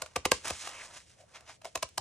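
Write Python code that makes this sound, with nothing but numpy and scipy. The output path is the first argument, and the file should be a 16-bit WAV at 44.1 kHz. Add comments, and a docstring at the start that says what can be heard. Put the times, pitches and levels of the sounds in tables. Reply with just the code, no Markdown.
"""Scissors cut corrugated cardboard close to a pair of microphones in a softly humming classroom.
First five ribs give way: each bursts in a few milliseconds of tiny fibre snaps, then the sheet knocks and flaps.
Next the cardboard sheet slides and turns on the desk: filtered random grains rub, and a band rasps downward.
Two faint groans and two pushes follow, then four more ribs, the first leaving a low hollow ring.
Throughout, decaying noise tails stand for the soft reflections from desk and walls."""
import sys
import numpy as np
from scipy import signal
from scipy.fft import rfft, irfft, next_fast_len
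from scipy.io import wavfile
from scipy.ndimage import map_coordinates

SR = 44100
rng = np.random.default_rng(int(sys.argv[2]) if len(sys.argv) > 2 else 0)


def log_audio(samples):
    """Write samples as a 16-bit WAV file to the path given in sys.argv[1]."""
    # one column per channel
    frames = np.atleast_2d(samples).T
    # limit to full scale, then quantise
    limited = np.clip(frames, -1, 1)
    pcm = np.round(limited * 32767).astype(np.int16)
    wavfile.write(sys.argv[1], SR, pcm)


N = 88508
T = np.arange(N) / SR  # time of each sample [s]
SIDES = np.array([[.5], [-.5]])  # each side, left then right, takes half of a difference


def amp(db):
    """Turn decibels into a gain."""
    return 10 ** (np.asarray(db) / 20)


def unit(x):
    """Scale to an average (rms) level of 1."""
    return x / np.sqrt(np.mean(x ** 2) + 1e-20)


def along(points, hz):
    """Read a curve of (frequency, value) points on a logarithmic frequency axis."""
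    f, v = np.transpose(points)
    return np.interp(np.log(hz + 1), np.log(f + 1), v)


def filtered(x, response):
    """Multiply the spectrum of x by a response that depends on frequency."""
    m = next_fast_len(N + SR // 4)
    hz = np.fft.rfftfreq(m, 1 / SR)
    return irfft(rfft(x, m) * response(hz), m)[..., :N]


# how an event's treble lift spreads; the filter's overall level is evened out afterwards,
# so the lift itself is the step from low to high: (frequency [Hz], multiple of the lift)
TREBLE_SPREAD = [(1200, 2), (8000, 3)]


def coloured(x, colour, treble_db=0, size=2048):
    """Give x a tone colour with a filter of energy 1 that sounds only after its input."""
    hz = np.fft.rfftfreq(size, 1 / SR)
    level_db = along(colour, hz) + treble_db * along(TREBLE_SPREAD, hz)
    # folding the cepstrum forward in time gives a minimum-phase filter
    cepstrum = irfft(np.log(amp(level_db)))
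    cepstrum[1:size // 2] *= 2
    cepstrum[size // 2 + 1:] = 0
    h = irfft(np.exp(rfft(cepstrum)))
    return signal.oaconvolve(x, h / np.linalg.norm(h))[:N]


def grains(rate, spread_db):
    """Scatter random clicks of uneven size, rate a second on average, rms 1."""
    happens = rng.random(N) < rate / SR
    sign = np.sign(rng.standard_normal(N))
    size = amp(spread_db * np.clip(rng.standard_normal(N), -2, 2))
    return unit(happens * sign * size)


def wobble(rate):
    """Draw a smooth random curve with rate knots a second."""
    return map_coordinates(rng.standard_normal(N // 20), [T * rate])


def swells(rows):
    """Loudness curve that rises to each peak and falls away."""
    total = 0
    for peak, rise, fall, db in rows:
        distance = np.abs(np.maximum((peak - T) / rise, (T - peak) / fall))
        total = total + amp(db) * np.exp(-distance ** 1.25)
    return total


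def ring(s, modes, attack, loose=True):
    """Damped tones set off at time s; loose ones start in a random direction."""
    t, out = T[:SR // 4], np.zeros(N + SR)
    for hz, db, t60 in modes:
        sign = rng.choice([-1, 1]) if loose else 1
        decay = amp(db - 60 * t / t60) * (1 - np.exp(-t / attack))
        out[round(s * SR):][:len(t)] += sign * decay * np.sin(2 * np.pi * hz * t)
    return out[:N]


# left and right grow unalike with frequency: (frequency [Hz], level of the difference signal [dB])
WIDTH = [(100, -20), (900, -2), (2500, -2), (10000, 4.5)]


def widened(mid, side, extra_db=0):
    """Make left and right from a shared sound plus and minus a difference signal."""
    side = filtered(side, lambda hz: amp(along(WIDTH, hz) + extra_db))
    return np.array([mid + side, mid - side])


# tone colour of the room's rumble: (frequency [Hz], relative level [dB])
HUM_COLOUR = [(20, -26), (75, 0), (105, -1), (150, -8.5), (280, -17), (600, -15.5), (1500, -36.5),
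              (10000, -43), (13000, -70.5)]
HUM_DB = -66


def room_noise():
    """Low steady rumble of the room, made of filtered noise."""
    mid, side = filtered(rng.standard_normal((2, N)), lambda hz: amp(along(HUM_COLOUR, hz)))
    return amp(HUM_DB) * unit(widened(mid, side, extra_db=8))


def tail(x, t60s):
    """Blurred stereo reflections: noise in which each frequency dies at its own speed."""
    hz, t, z = signal.stft(rng.standard_normal((2, SR // 2)), SR, nperseg=128)
    h = signal.istft(z * amp(-60 * t / along(t60s, hz)[:, None]), SR, nperseg=128)[1]
    h = np.pad(h / np.linalg.norm(h[0]), ((0, 0), (SR // 500, 0)))  # first reflection after 2 ms
    mid, side = signal.fftconvolve(x[None], h, axes=1)[:, :N]
    return widened(mid, side)


# how long the room answers: (frequency [Hz], time to fall by 60 dB [s])
ROOM_T60 = [(100, 0.41), (600, 0.1186), (3000, 0.2204), (9000, 0.1854), (14000, 0.044)]
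ROOM_DB, DESK_DB, DESK_T60 = -16.5, -20.5, 0.104  # the desk's time [s] is alike at every frequency
ABSORB_HZ = 9350  # desk and walls swallow the top


def reflections(x):
    """Desk and walls send the sound back duller and spread out in time."""
    dull = filtered(x, lambda hz: 1 / (1 + (hz / ABSORB_HZ) ** 10))
    desk = amp(DESK_DB) * tail(dull, [(1000, DESK_T60)])
    return desk + amp(ROOM_DB) * tail(dull, ROOM_T60)


# two faint groans, then the low hollow ring after the sixth rib's cut:
# (peak time [s], rise [s], fall [s], level [dB])
LOW_SWELLS = [(1.198, 0.0132, 0.0208, -58), (1.24, 0.0116, 0.0089, -60.5), (1.657, 0.00853, 0.01795, -44)]
# tone colour of groans and ring: (frequency [Hz], relative level [dB])
LOW_TONE = [(200, -36), (460, -13), (580, 0), (730, -2.5), (900, -29.5), (3000, -36.5)]


def groans():
    """Random grains through a low resonance swell up as two faint groans and a hollow ring."""
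    return swells(LOW_SWELLS) * coloured(grains(rate=700, spread_db=1.98), LOW_TONE)


GRAINS_PER_S, SNAPS_PER_S, GRAIN_SPREAD_DB = 6000, 300, 5
SNAPS_DB = -11  # relative to the fine grains


def friction():
    """Dense fine grains with sparse fibre snaps."""
    fine = grains(GRAINS_PER_S, GRAIN_SPREAD_DB)
    return fine + amp(SNAPS_DB) * grains(SNAPS_PER_S, GRAIN_SPREAD_DB)


# short pushes: (peak time [s], rise [s], fall [s], level [dB])
PUSH_TIMES = [(1.357, 0.0139, 0.0208, -48), (1.497, 0.02155, 0.0262, -48.5)]
# tone colour of the pushes: (frequency [Hz], relative level [dB])
PUSH_TONE = [(100, -19), (350, -7), (700, 3.5), (2600, 1.5), (4000, -3), (6000, -2), (10000, -12),
             (16000, -27.5)]


def pushes():
    """Short rustling strokes of friction, each rising and falling once."""
    return swells(PUSH_TIMES) * coloured(friction(), PUSH_TONE)


# one rasp of the sliding sheet: (peak time [s], rise [s], fall [s], level [dB]);
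# the negative rise swaps the two, so it swells over the "fall" and stops quickly
RASP_STROKE = (0.82, -0.0033, 0.0835, -48)
RASP_HZ, RASP_SAG_HZ_PER_S, RASP_HALF_WIDTH_HZ = 2036.6, 8000, 560  # the first is the pitch at the peak


def rasp():
    """A resonance of the sheet's scrape falls in pitch as it turns."""
    hz = RASP_HZ - RASP_SAG_HZ_PER_S * (T - RASP_STROKE[0])
    band = filtered(friction(), lambda f: 1 / (1 + (f / RASP_HALF_WIDTH_HZ) ** 2))
    # multiplying by the falling tone moves the low band up around it
    falling_tone = np.cos(2 * np.pi * np.cumsum(hz) / SR)
    return swells([RASP_STROKE]) * unit(band * falling_tone)


# rubbing, mostly the sheet sliding on the desk:
# (time [s], level [dB], extra level of the board's hollow body [dB])
RUB_LEVELS = [(0, -58.5, 11.5), (.12, -65.5, 4.5), (.31, -76, 16.5), (.335, -42.5, -23.5),
              (0.402, -57.5, -4.5), (0.431, -56, 0), (0.45, -37.5, 5), (0.506, -41, 3.5), (0.516, -46, 2.5),
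              (0.596, -45.5, -11.5), (.617, -41, -10.5), (.64, -43.5, 1), (.69, -45.5, 1),
              (0.718, -52.5, 8), (.85, -49, 2), (.9, -57.5, 6.5), (0.971, -49, 0.5), (1.042, -65.5, -13),
              (1.111, -59, -14), (1.17, -72, 0.5), (1.21, -61, -6.5), (1.255, -75.5, 8), (1.3, -67, 6),
              (1.43, -70.5, 15), (1.56, -61.5, -15.5), (1.59, -90.5, -4.5), (1.661, -54.5, 8.5),
              (1.709, -69, -23)]
# tone colour of the rubbing: (frequency [Hz], relative level [dB])
RUB_TONE = [(100, -12), (300, -12.5), (550, -3), (1050, -0.5), (2400, -0.5), (4000, -3), (6200, -0.5),
            (10000, -7), (16000, -32.5)]
BODY_HZ = 1438  # the board's body lies below this
FLUTTER_DB = 1.5


def rubbing():
    """Cardboard slides and rubs, with more or less of the board's body."""
    s, level_db, body_db = np.transpose(RUB_LEVELS)
    scrape = coloured(friction(), RUB_TONE)
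    body = filtered(scrape, lambda hz: 1 / (1 + (hz / BODY_HZ) ** 4))
    loudness = amp(np.interp(T, s, level_db) + FLUTTER_DB * wobble(110))
    return loudness * (scrape - body + amp(np.interp(T, s, body_db)) * body)


# tone colour of a fibre fracture: (frequency [Hz], relative level [dB])
CRACKLE_TONE = [(60, -13.5), (250, -16), (550, 4.5), (1050, 5.5), (1800, -1), (2500, 4), (3500, -2.5),
                (5400, -1), (7800, -2), (10500, -6.5), (13500, -6), (16000, -23.5)]
FRACTURES_PER_S, FRACTURE_SPREAD_DB = 8500, 13.5
LEAD_S, EASE_DB, RELEASE_S = 0.001374, -2.5, 0.00181  # fibres strain, the crush eases, it stops
SNAP_AT, SNAP_S, SNAP_DB = 0.661, 0.0017, -10  # the liner breaks at this share of the crush


def crush(start, length, treble_db):
    """A burst of fibre fractures that builds up, eases, snaps and stops; rms 1 over its length."""
    outside = np.maximum(start - T, 0) / LEAD_S + np.maximum(T - start - length, 0) / RELEASE_S
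    force = np.exp(-np.minimum(outside, 20)) * amp(EASE_DB * np.clip((T - start) / length, 0, 1))
    snap = np.exp(-((T - start - SNAP_AT * length) / SNAP_S) ** 2)
    force = force * (1 + amp(SNAP_DB) * snap)
    fractures = grains(FRACTURES_PER_S, FRACTURE_SPREAD_DB)
    burst = coloured(force * fractures, CRACKLE_TONE, treble_db)
    return burst / np.linalg.norm(burst) * np.sqrt(length * SR)


# small snags of the blade on single fibres: (start [s], level [dB], treble lift [dB])
SNAG_EVENTS = [(0.061, -40.5, -4), (0.4543, -32, -5), (0.481, -30, 20.5), (0.5019, -32.5, 2.5),
               (0.674, -32, -6.5), (0.691, -38.5, 3), (1.408, -51.5, 3.5), (1.618, -49, -2.5),
               (1.7756, -37.5, -2), (1.89, -49.5, 14.5)]
SNAG_S = 0.00207


def snags():
    """Single fibres catch on the edge and snap."""
    return sum(amp(db) * crush(s, SNAG_S, treble_db) for s, db, treble_db in SNAG_EVENTS)


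FLAP_START_HZ, FLAP_END_HZ, FLAP_FALL_S, FLAP_PEAK_S = 339.6, 63.26, 0.00622, 0.01594


def flap(s):
    """A bending wave runs through the sheet; slower waves arrive later, so the bump falls in pitch."""
    t = np.maximum(T - s, 0)
    settling = FLAP_FALL_S * (1 - np.exp(-t / FLAP_FALL_S))
    cycles = FLAP_END_HZ * t + (FLAP_START_HZ - FLAP_END_HZ) * settling
    bump = t / FLAP_PEAK_S * np.exp(-.5 * (t / FLAP_PEAK_S) ** 2)
    return np.sin(2 * np.pi * cycles) * bump


HOLLOW_WIDTH_HZ, LINGER_T60 = 220, 0.0787  # the second in seconds


def hollow(s, hz):
    """The board's hollow resonance, a narrow band of noise, lingers unevenly from time s."""
    t = np.maximum(T - s, 0)
    resonance = lambda f: 1 / (1 + ((f - hz) / (HOLLOW_WIDTH_HZ / 2)) ** 2)
    band = unit(filtered(rng.standard_normal(N), resonance))
    return band * amp(-60 * t / LINGER_T60) * (1 - np.exp(-t * hz))


# ringing tones of the cardboard sheet: (frequency [Hz], relative level [dB], time to fall by 60 dB [s])
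SHEET_MODES = [(234.8, -11, 0.045), (393.3, -10.5, 0.0923), (509, -4.5, 0.0462), (643, -11.5, 0.0444),
               (742.1, 1.5, 0.03), (860, -14, 0.064), (1072.3, 6, 0.0274), (1205.4, -3, .035)]
# ringing tones of the steel blades: (frequency [Hz], relative level [dB], time to fall by 60 dB [s])
BLADE_MODES = [(1600, -5, 0.04), (2750, -5, .012), (4530, -6, 0.011), (5290, 3, 0.01), (7500, 1, 0.009),
               (9800, 1, 0.0047)]
# ribs giving way: (start [s], crush length [s], crackle level [dB], treble lift [dB],
# sheet ring level [dB], knock pitch [Hz], knock level [dB], upper knock pitch [Hz],
# upper knock level [dB], flap level [dB], blade ring level [dB])
RIB_CUTS = [(0.0203, 0.00274, -28, 6.5, -44, 645, -44, 1440, -38, -51.5, -50),
            (0.1608, 0.00536, -25, -3, -35, 497, -20.5, 731, -24.5, -37.5, -39.5),
            (0.2534, 0.006572, -22, -1, -29, 390, -14.5, 1022, -27, -41, -46.5),
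            (0.3161, .0036, -16.5, 9, -23, 540, -11, 925, -20, -37.5, -17.5),
            (0.506, 0.001648, -28, 1, -36.5, 522.6, -21.5, 1013, -34, -38, -61),
            (1.6472, 0.00876, -40, -3.5, -48.5, 637, -46, 1060, -44, -70.5, -48.5),
            (1.7542, 0.00488, -27, 1, -36, 647, -27, 981, -31.5, -47, -55.5),
            (1.827, 0.00555, -26.5, 0.5, -37.5, 642.7, -25, 969, -32.5, -44.5, -41.5),
            (1.9790, 0.003014, -24, 3, -43.5, 846, -34, 1176, -36, -41, -50)]
KNOCK_T60, UPPER_T60 = 0.01305, 0.0306  # time to fall by 60 dB [s]
LINGER_DB = -12.5  # hollow ring relative to the crackle


def ribs():
    """Each rib crackles, rings sheet and blades, and lets the sheet knock at two pitches and flap."""
    out = np.zeros(N)
    for (s, length, db, treble_db, sheet_db, knock_hz, knock_db,
         upper_hz, upper_db, flap_db, blade_db) in RIB_CUTS:
        middle, end = s + length / 2, s + length
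        out += amp(db) * crush(s, length, treble_db)
        out += amp(sheet_db) * ring(middle, SHEET_MODES, attack=0.00139)
        out += amp(blade_db) * ring(middle, BLADE_MODES, attack=0.00023)
        out += amp(db + LINGER_DB) * hollow(middle, knock_hz)
        knocks = [(knock_hz, knock_db, KNOCK_T60), (upper_hz, upper_db, UPPER_T60)]
        out += ring(end, knocks, attack=0.000516, loose=False)
        out += amp(flap_db) * flap(end)
    return out


def at_microphones(x, phase):
    """Shift the phase so that the left microphone leads the right by the given curve."""
    return filtered(x, lambda hz: np.exp(1j * SIDES * along(phase, hz)))


# the cutting point lies further left: (frequency [Hz], extra lead of the left [radians])
CUT_LEAD = [(4600, 0), (8300, 1.3), (10800, 0)]


def scene():
    """The cutting and rubbing, their reflections from desk and walls, and the room's own noise."""
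    cutting = ribs() + snags() + pushes() + groans()
    sliding = rubbing() + rasp()
    room = reflections(cutting + sliding)
    return at_microphones(cutting, CUT_LEAD) + sliding + room + room_noise()


# phase between the microphones: (frequency [Hz], lead of the left [radians])
MICROPHONE_LEAD = [(200, 0), (1300, -.12), (2500, .8), (3900, .8), (4600, 2.0), (5000, 4.6), (5500, 6.4),
                   (8900, 6.7), (10200, 8.15), (13000, 9.35)]
# level between the microphones: (frequency [Hz], left minus right [dB])
MICROPHONE_BALANCE = [(130, 0), (300, 1.2), (640, 1), (1400, .2), (3100, -2.5), (6800, -.6), (15000, 0)]
TOP_HZ = 16400


def record(dry):
    """The two microphones differ in phase and level; nothing passes above the band limit."""
    shifted = at_microphones(dry, MICROPHONE_LEAD)
    return filtered(shifted, lambda hz: amp(SIDES * along(MICROPHONE_BALANCE, hz)) * (hz < TOP_HZ))


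dry = scene()
out = record(dry)
log_audio(out)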